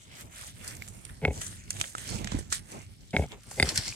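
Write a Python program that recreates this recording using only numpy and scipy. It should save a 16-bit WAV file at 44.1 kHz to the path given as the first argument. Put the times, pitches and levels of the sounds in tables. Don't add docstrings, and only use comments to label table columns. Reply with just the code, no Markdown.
import sys
import numpy as np
from scipy import signal
from scipy.fft import rfft, irfft
from scipy.io import wavfile
from scipy.ndimage import uniform_filter1d, map_coordinates

SR = 44100
rng = np.random.default_rng(int(sys.argv[2]) if len(sys.argv) > 2 else 0)


def attenuation_scalar(level_db):
    decades = np.asarray(level_db, float) / 20
    return 10 ** decades


def to_wav(s):
    ch = np.atleast_2d(s).T
    pcm = np.round(np.clip(ch, -1, 1) * 32767)
    wavfile.write(sys.argv[1], SR, pcm.astype(np.int16))


N = 174195
T = np.arange(N) / SR


def colour(x, table):
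    hz, db = np.array(table).T
    f = np.maximum(np.arange(N // 2 + 1) * SR / N, 1)
    gain = attenuation_scalar(np.interp(np.log(f), np.log(hz), db, left=-200, right=-200))
    y = irfft(rfft(x) * gain, N)
    return y / np.sqrt(np.mean(y ** 2))


def ring(x, modes, pitch, ratio=-1):
    out = 0
    for k, (hz, db, t60) in enumerate(modes):
        pole = np.exp(2j * np.pi * pitch * hz / SR - np.log(1000) / (t60 * SR))
        out = out + ratio ** k * attenuation_scalar(db) * signal.lfilter([1], [1, -pole], x).imag
    return out


def swell(start, rise, fall):
    u = T - start
    attack = np.sin(np.pi / 2 * np.clip(u / rise, 0, 1)) ** 2
    return attack * np.exp(-np.maximum(u - rise, 0) / fall)


def decaying_sine(start, hz, t60):
    u = np.maximum(T - start, 0)
    return np.sin(2 * np.pi * hz * u) * 1000. ** (-u / t60)


def walk(rate):
    k = int(SR / rate)
    w = uniform_filter1d(np.repeat(rng.standard_normal(N // k + 1), k), k)[:N]
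    return w / np.std(w)


def pair(a, b, alike):
    c = np.clip(alike, 0, 1)
    return np.array([a, c * a + np.sqrt(1 - c * c) * b])


def pan(x, db):
    return x * attenuation_scalar(np.array([db / 2, -db / 2]).reshape(2, -1))


def throat_flaps(snap_s, snap_db, gap, lead_db, soft2_db, sharp2_db):
    second_s, lead_fade_db, lead_sharp_db = 0.0275, -3, -12.5
    blunt_s, blunt_db = 0.0012, -8.5
    first_lead_db = lead_db + lead_fade_db
    soft, sharp = np.zeros((2, N))
    for dt, soft_db, sharp_db in [(-2 * gap, first_lead_db, first_lead_db + lead_sharp_db),
                                  (-gap, lead_db, lead_db + lead_sharp_db),
                                  (0, 0, 0),
                                  (second_s, soft2_db, sharp2_db)]:
        i = int((snap_s + dt) * SR)
        soft[i] -= attenuation_scalar(snap_db + soft_db + blunt_db)
        sharp[i] -= attenuation_scalar(snap_db + sharp_db)
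    push = np.hanning(int(blunt_s * SR / 4) + 2)
    return np.convolve(soft, push / push.sum())[:N], sharp


def chest_wave(start, pitch):
    start_hz, sag_hz_per_s = 92.3, 600
    u = np.clip(T - start, 0, start_hz / sag_hz_per_s / 2)
    return np.sin(2 * np.pi * pitch * (start_hz * u - sag_hz_per_s * u ** 2 / 2))


def breath(noise, snap_s, db, chest):
    start_s, rise_s, fall_s = -0.037, 0.02, 0.08
    end_s, stop_s, pulsing_share = 0.092, 0.002, 0.94
    air = noise * attenuation_scalar(db - 24.5) * swell(snap_s + start_s, rise_s, fall_s)
    air = air * (1 - pulsing_share * chest)
    return air * np.exp(-np.maximum(T - snap_s - end_s, 0) / stop_s)


def pig():
    # t/s of the snap, snap level/dB, gap/s between lead-in flaps, lead-in level/dB re snap,
    # second flap soft level/dB and sharp level/dB re snap, chest level/dB, relative breath level/dB,
    # pitch factor of throat, snout, nostrils and chest, nostril level/dB
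    grunts = [(1.2511, -10, 0.017, -15.5, -3.5, -17, -22, -30, 1.037, -35),
              (3.1656, -11, 0.0165, -7, 0, -24, -20, -27, 1.042, -14),
              (3.599, -11.5, 0.017, -49, 2.5, 4, -23, -30.5, 0.992, 4)]
    # f/Hz at pitch factor 1, level/dB, t60/s
    throat = [(149, -1, 0.0376), (267, -7.5, 0.051), (398, -6, 0.053), (523, 0, 0.014), (730, -3.5, 0.021),
              (833, -8.5, 0.032)]
    # f/Hz at pitch factor 1, level/dB before the ratio in ring(), t60/s
    snout = [(1610, -21.5, 0.019), (2114, -2.5, 0.024), (2420, -8, 0.01), (3000, -13, 0.0053),
             (3290, -25.5, 0.0045)]
    # f/Hz at pitch factor 1, level/dB before the nostril level, t60/s
    nostrils = [(3620, -14.5, 0.019), (4850, -13.5, 0.021), (8300, -7.5, 0.012)]
    chest_delay_s, chest_rise_s, chest_fall_s = 0.0115, 0.023, 0.025
    flutter_db, breath_snout_db, puff_s, puff_db = 5, -8, 0.0015, -21
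    noise = attenuation_scalar(flutter_db * walk(70)) * rng.standard_normal(N)
    out = 0
    for s, db, gap, lead_db, soft2_db, sharp2_db, chest_db, breath_db, pitch, nostrils_db in grunts:
        soft, sharp = throat_flaps(s, db, gap, lead_db, soft2_db, sharp2_db)
        chest_s = s + chest_delay_s
        chest = chest_wave(chest_s, pitch)
        out = out - attenuation_scalar(chest_db) * swell(chest_s, chest_rise_s, chest_fall_s) * chest
        air = breath(noise, s, breath_db, chest)
        out = out + ring(soft + air, throat, pitch)
        puff = attenuation_scalar(puff_db) * signal.lfilter([1], [1, -np.exp(-1 / (puff_s * SR))], sharp)
        click = np.convolve(sharp, np.hanning(7) / 3)[:N]
        snap = click + puff * rng.standard_normal(N) + air * attenuation_scalar(breath_snout_db)
        out = out + ring(snap, snout, pitch, 0.91)
        out = out + attenuation_scalar(nostrils_db) * ring(snap, nostrils, pitch)
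    return signal.lfilter(*signal.iirnotch(1200, 3.5, SR), out)


def scuff_power():
    # start t/s, loudest t/s, end t/s, treble level/dB, mids level/dB, before the uneven wander
    scuffs = [(0.063, 0.214, 0.24, -47, -51.5), (0.263, 0.445, 0.55, -46, -52.5),
              (0.534, 0.684, 0.81, -54, -51), (0.716, 0.843, 1.1, -55, -65), (1.087, 1.107, 1.1, -51, -47),
              (1.29, 1.433, 1.513, -43, -50.5), (1.455, 1.52, 1.69, -52.5, -59),
              (1.677, 1.758, 1.985, -42.5, -52), (1.946, 2.073, 2.288, -40, -48),
              (2.17, 2.317, 2.52, -51, -53), (2.491, 2.544, 2.613, -37, -52.5),
              (2.664, 2.752, 2.88, -48.5, -52.5), (3.115, 3.236, 3.27, -46, -46.5),
              (3.3, 3.322, 3.37, -62.5, -52), (3.453, 3.537, 4.9, -48, -58.5),
              (3.563, 3.69, 3.75, -40, -45.5), (3.727, 3.778, 3.89, -39.5, -48),
              (3.818, 3.885, 4.32, -41, -50.5)]
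    bluntness, uneven_db = 1.39, 1
    still_db = np.array([[-58.5], [-64.5]])
    total = np.ones((2, N)) * attenuation_scalar(2 * still_db)
    for start, top, end, db, mids_db in scuffs:
        shape = np.sin(np.pi / 2 * np.interp(T, [start, top, end], [0, 1, 0])) ** bluntness
        total += (shape * attenuation_scalar(np.array([[db], [mids_db]]))) ** 2
    return total * attenuation_scalar(2 * uneven_db * walk(16))


def crumbling():
    crumbs_per_s, spread_db, crumb_s, flicker_db = 450, 2.3, 0.0005, 1.5
    hits = rng.random((4, N)) < crumbs_per_s / SR
    crumbs = hits * attenuation_scalar(spread_db * rng.exponential(size=(4, N)))
    crumbs = signal.lfilter([1], [1, -np.exp(-1 / (crumb_s * SR))], crumbs)
    grain = np.sqrt(1 + crumbs ** 2 / np.mean(crumbs ** 2)) / np.sqrt(2)
    return grain * attenuation_scalar(flicker_db * walk(25.71))


def leaf_cracks():
    # t/s, treble peak level/dB, mids level/dB, length/s, centre f/Hz of the treble
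    cracks = [(0.643, -37, -63, 0.0041, 8040), (0.6756, -21.5, -66, 0.0045, 8250),
              (0.751, -31, -70, 0.00067, 8500), (0.768, -28, -75, 0.0006, 10000),
              (0.823, -28, -69, 0.00053, 9000), (0.878, -30, -47.5, 0.00041, 6530),
              (0.885, -28, -66, 0.00063, 9000), (1.0515, -24.5, -50, 0.00058, 7600),
              (1.414, -26, -37, 0.0036, 8050), (1.465, -27.5, -61, 0.0026, 4970),
              (1.7056, -11.5, -34.5, 0.00071, 8700), (1.767, -32, -43, 0.0008, 6000),
              (1.799, -28, -44, 0.0026, 7900), (1.813, -4.5, -23, 0.00041, 4630),
              (1.841, -43, -30.5, 0.00074, 3500), (1.951, -31, -47.5, 0.0014, 4000),
              (1.9816, -28, -37, 0.0011, 7000), (2.245, -20, -34, 0.00059, 5900),
              (2.273, -20, -30.5, 0.00078, 4800), (2.316, -29.5, -45, 0.0048, 4900),
              (2.388, -27.5, -69, 0.003, 8000), (2.525, -12.5, -32, 0.0021, 7240),
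              (2.554, -31, -61, 0.0016, 6000), (2.718, -31, -75, 0.0009, 8100),
              (3.108, -32.5, -77, 0.00046, 7000), (3.511, -32.5, -49.5, 0.0034, 8300),
              (3.689, -14.5, -41, 0.0039, 5170), (3.758, -16.5, -38, 0.0022, 7350),
              (3.7758, -8.5, -33, 0.002, 5100), (3.88, -20, -40, 0.00075, 6000)]
    creak_db, tail_db, tail_lengths = -13, -13, 8
    shapes = []
    for t, _, _, length, _ in cracks:
        burst = swell(t, length / 2, length)
        tail = attenuation_scalar(tail_db) * swell(t, length, tail_lengths * length)
        creak = attenuation_scalar(creak_db) * np.exp(-np.abs(T - t) / (2 * length))
        shapes.append(burst + tail + creak)
    _, peak_db, mids_db, _, centre_hz = np.array(cracks).T
    return np.array(shapes), peak_db, mids_db, centre_hz


def twig_knocks():
    # t/s, starting level/dB, f/Hz
    knocks = [(0.8215, -27, 2225), (1.951, -20.5, 1310), (2.321, -27, 1020), (2.524, -19.5, 1370),
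              (3.515, -35, 820), (3.925, -30, 2469)]
    out = np.zeros((2, N))
    for t, db, hz in knocks:
        out += attenuation_scalar(db) * decaying_sine(t, hz, 0.015)
    return out


def leaves():
    # f/Hz, relative level/dB
    treble = [(1530, 3.5), (2600, -11), (2960, -7), (4290, -5.5), (5800, -4.5), (7900, -1), (11400, -13),
              (14700, -23.5), (15400, -58), (16000, -26)]
    # f/Hz, relative level/dB
    mids = [(410, -2.5), (700, -5.5), (776, -14), (927, -13), (1080, -6.5), (1370, -2), (1920, 0),
            (3600, -4.5), (4680, -53)]
    # t/s, tilt/(dB per octave) about 6 kHz
    leaf_tilt = [(0, 0), (.7, 3), (1.4, 2.5), (1.75, 2), (2.1, 1), (2.3, -4), (2.55, 2), (3.1, 1),
                 (3.6, 1.5), (3.95, -2.5)]
    alike, patchy_db = 0.3, 2.5
    crest_db, crack_fall_db = 8, 7.5
    scuffing, grain = scuff_power(), crumbling()
    shapes, peak_db, mids_db, centre_hz = leaf_cracks()
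    tilt_db = np.interp(T, *np.array(leaf_tilt).T)
    half_octave = (np.log2(np.arange(1, N // 2 + 2) * SR / N) * 2).astype(int)
    out = twig_knocks()
    for k, (table, parts) in enumerate(((treble, range(22, 28)), (mids, range(18, 25)))):
        spectrum = rfft(pair(*colour(rng.standard_normal((2, N)), table), alike))
        for p in parts:
            rustle = grain[p // 2 % 4] * np.sqrt(scuffing[k])
            crack_db = mids_db
            if k == 0:
                rustle = rustle * attenuation_scalar(tilt_db * (p - 25) / 2)
                octaves_off = p / 2 + .25 - np.log2(centre_hz)
                crack_db = peak_db - crest_db - crack_fall_db * octaves_off ** 2
            band = irfft(spectrum * (half_octave == p), N) * attenuation_scalar(patchy_db * walk(14))
            out = out + band * (rustle + attenuation_scalar(crack_db) @ shapes)
    return out


def thuds():
    # t/s, starting level/dB, f/Hz, t60/s
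    thud_list = [(2.154, -31, 208, 0.14), (2.248, -28.5, 202, 0.066), (2.321, -26, 191, 0.076),
                 (2.345, -19.5, 279, 0.042), (2.348, -28, 68, 0.18), (2.389, -19.5, 330, 0.0059),
                 (2.409, -32.5, 400, 0.011), (3.786, -24, 105, 0.056)]
    out = 0
    for t, db, hz, t60 in thud_list:
        out = out - attenuation_scalar(db) * decaying_sine(t, hz, t60)
    return out


def rumble():
    # t/s, bass level/dB, low-mids level/dB, before the flicker
    swells = [
        [(0.012, -56, -66), (0.176, -54, -55), (0.356, -53, -68.5), (0.564, -47.5, -64), (0.66, -46, -54),
         (1.2, -49, -63)],
        [(1.36, -45, -50), (1.67, -52, -77), (1.76, -39, -44.5), (1.92, -52.5, -61.5), (2.12, -38.5, -44.5),
         (2.26, -40.5, -47.5), (2.378, -35, -50), (2.46, -46.5, -62), (2.626, -52.5, -68.5),
         (2.744, -49.5, -43), (2.86, -50.5, -68.5), (3.11, -53, -72)],
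        [(3.28, -47, -75), (3.308, -56, -60), (3.332, -49, -45), (3.426, -56, -78), (3.524, -53, -58.5),
         (3.56, -53, -64)],
        [(3.72, -49, -40), (3.762, -44, -63), (3.794, -43, -47), (3.844, -47.5, -61), (3.89, -46.5, -48.5),
         (3.916, -44.5, -76), (3.95, -71, -55)],
    ]
    # f/Hz, relative level/dB
    bass = [(20, -18), (42, 8), (60, 4), (95, 8.5), (165, 0), (211, -3.5), (283, -9), (330, -15.5),
            (430, -16.5)]
    # f/Hz, relative level/dB
    low_mids = [(130, -19), (220, -3.5), (284, -14), (312, -8), (521, -13), (950, -15), (1430, -30)]
    flicker_db, alike, still_low_mids_db = 2.5, 0.55, -76.5
    s, bass_db, mids_db = np.concatenate(swells).T
    mids_db = np.maximum(mids_db, still_low_mids_db)
    flicker = flicker_db * walk(30.03)
    out = 0
    for table, band_db in ((bass, bass_db), (low_mids, mids_db)):
        noise = pair(*colour(rng.standard_normal((2, N)), table), alike)
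        out = out + noise * attenuation_scalar(np.interp(T, s, band_db) + flicker)
    return out


def scene():
    # t/s, left over right level/dB, lag/s of the left port
    steps_side = [(0, 0.5, 0.00035), (1, -4, 0.00055), (1.4, 0.5, 0.00043), (2.3, -6, 0.00048),
                  (3.098, 0.5, 0.000486), (3.4, 0, 0.000021), (3.95, 1, 0.000023)]
    voice = pig()
    echo = attenuation_scalar(-19.0) * np.array([np.roll(voice, int(0.00171 * SR)), -np.roll(voice, int(0.0029 * SR))])
    s, side_db, lag = np.array(steps_side).T
    steps = leaves() + rumble() + thuds()
    left, right = pan(steps, np.interp(T, s, side_db))
    left = map_coordinates(left, [(T - np.interp(T, s, lag)) * SR], mode="mirror")
    pig_lag_s = 0.00007
    voice = np.array([voice, np.roll(voice, round(pig_lag_s * SR))])
    return pan(voice + echo, 1.0) + np.array([left, right])


def roll_off(x):
    return signal.sosfilt(signal.butter(12, 16490, fs=SR, output="sos"), x)


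def record(dry):
    mix = signal.sosfilt(signal.butter(2, 40, "high", fs=SR, output="sos"), dry)
    return roll_off(mix)


dry = scene()
out = record(dry)
to_wav(out)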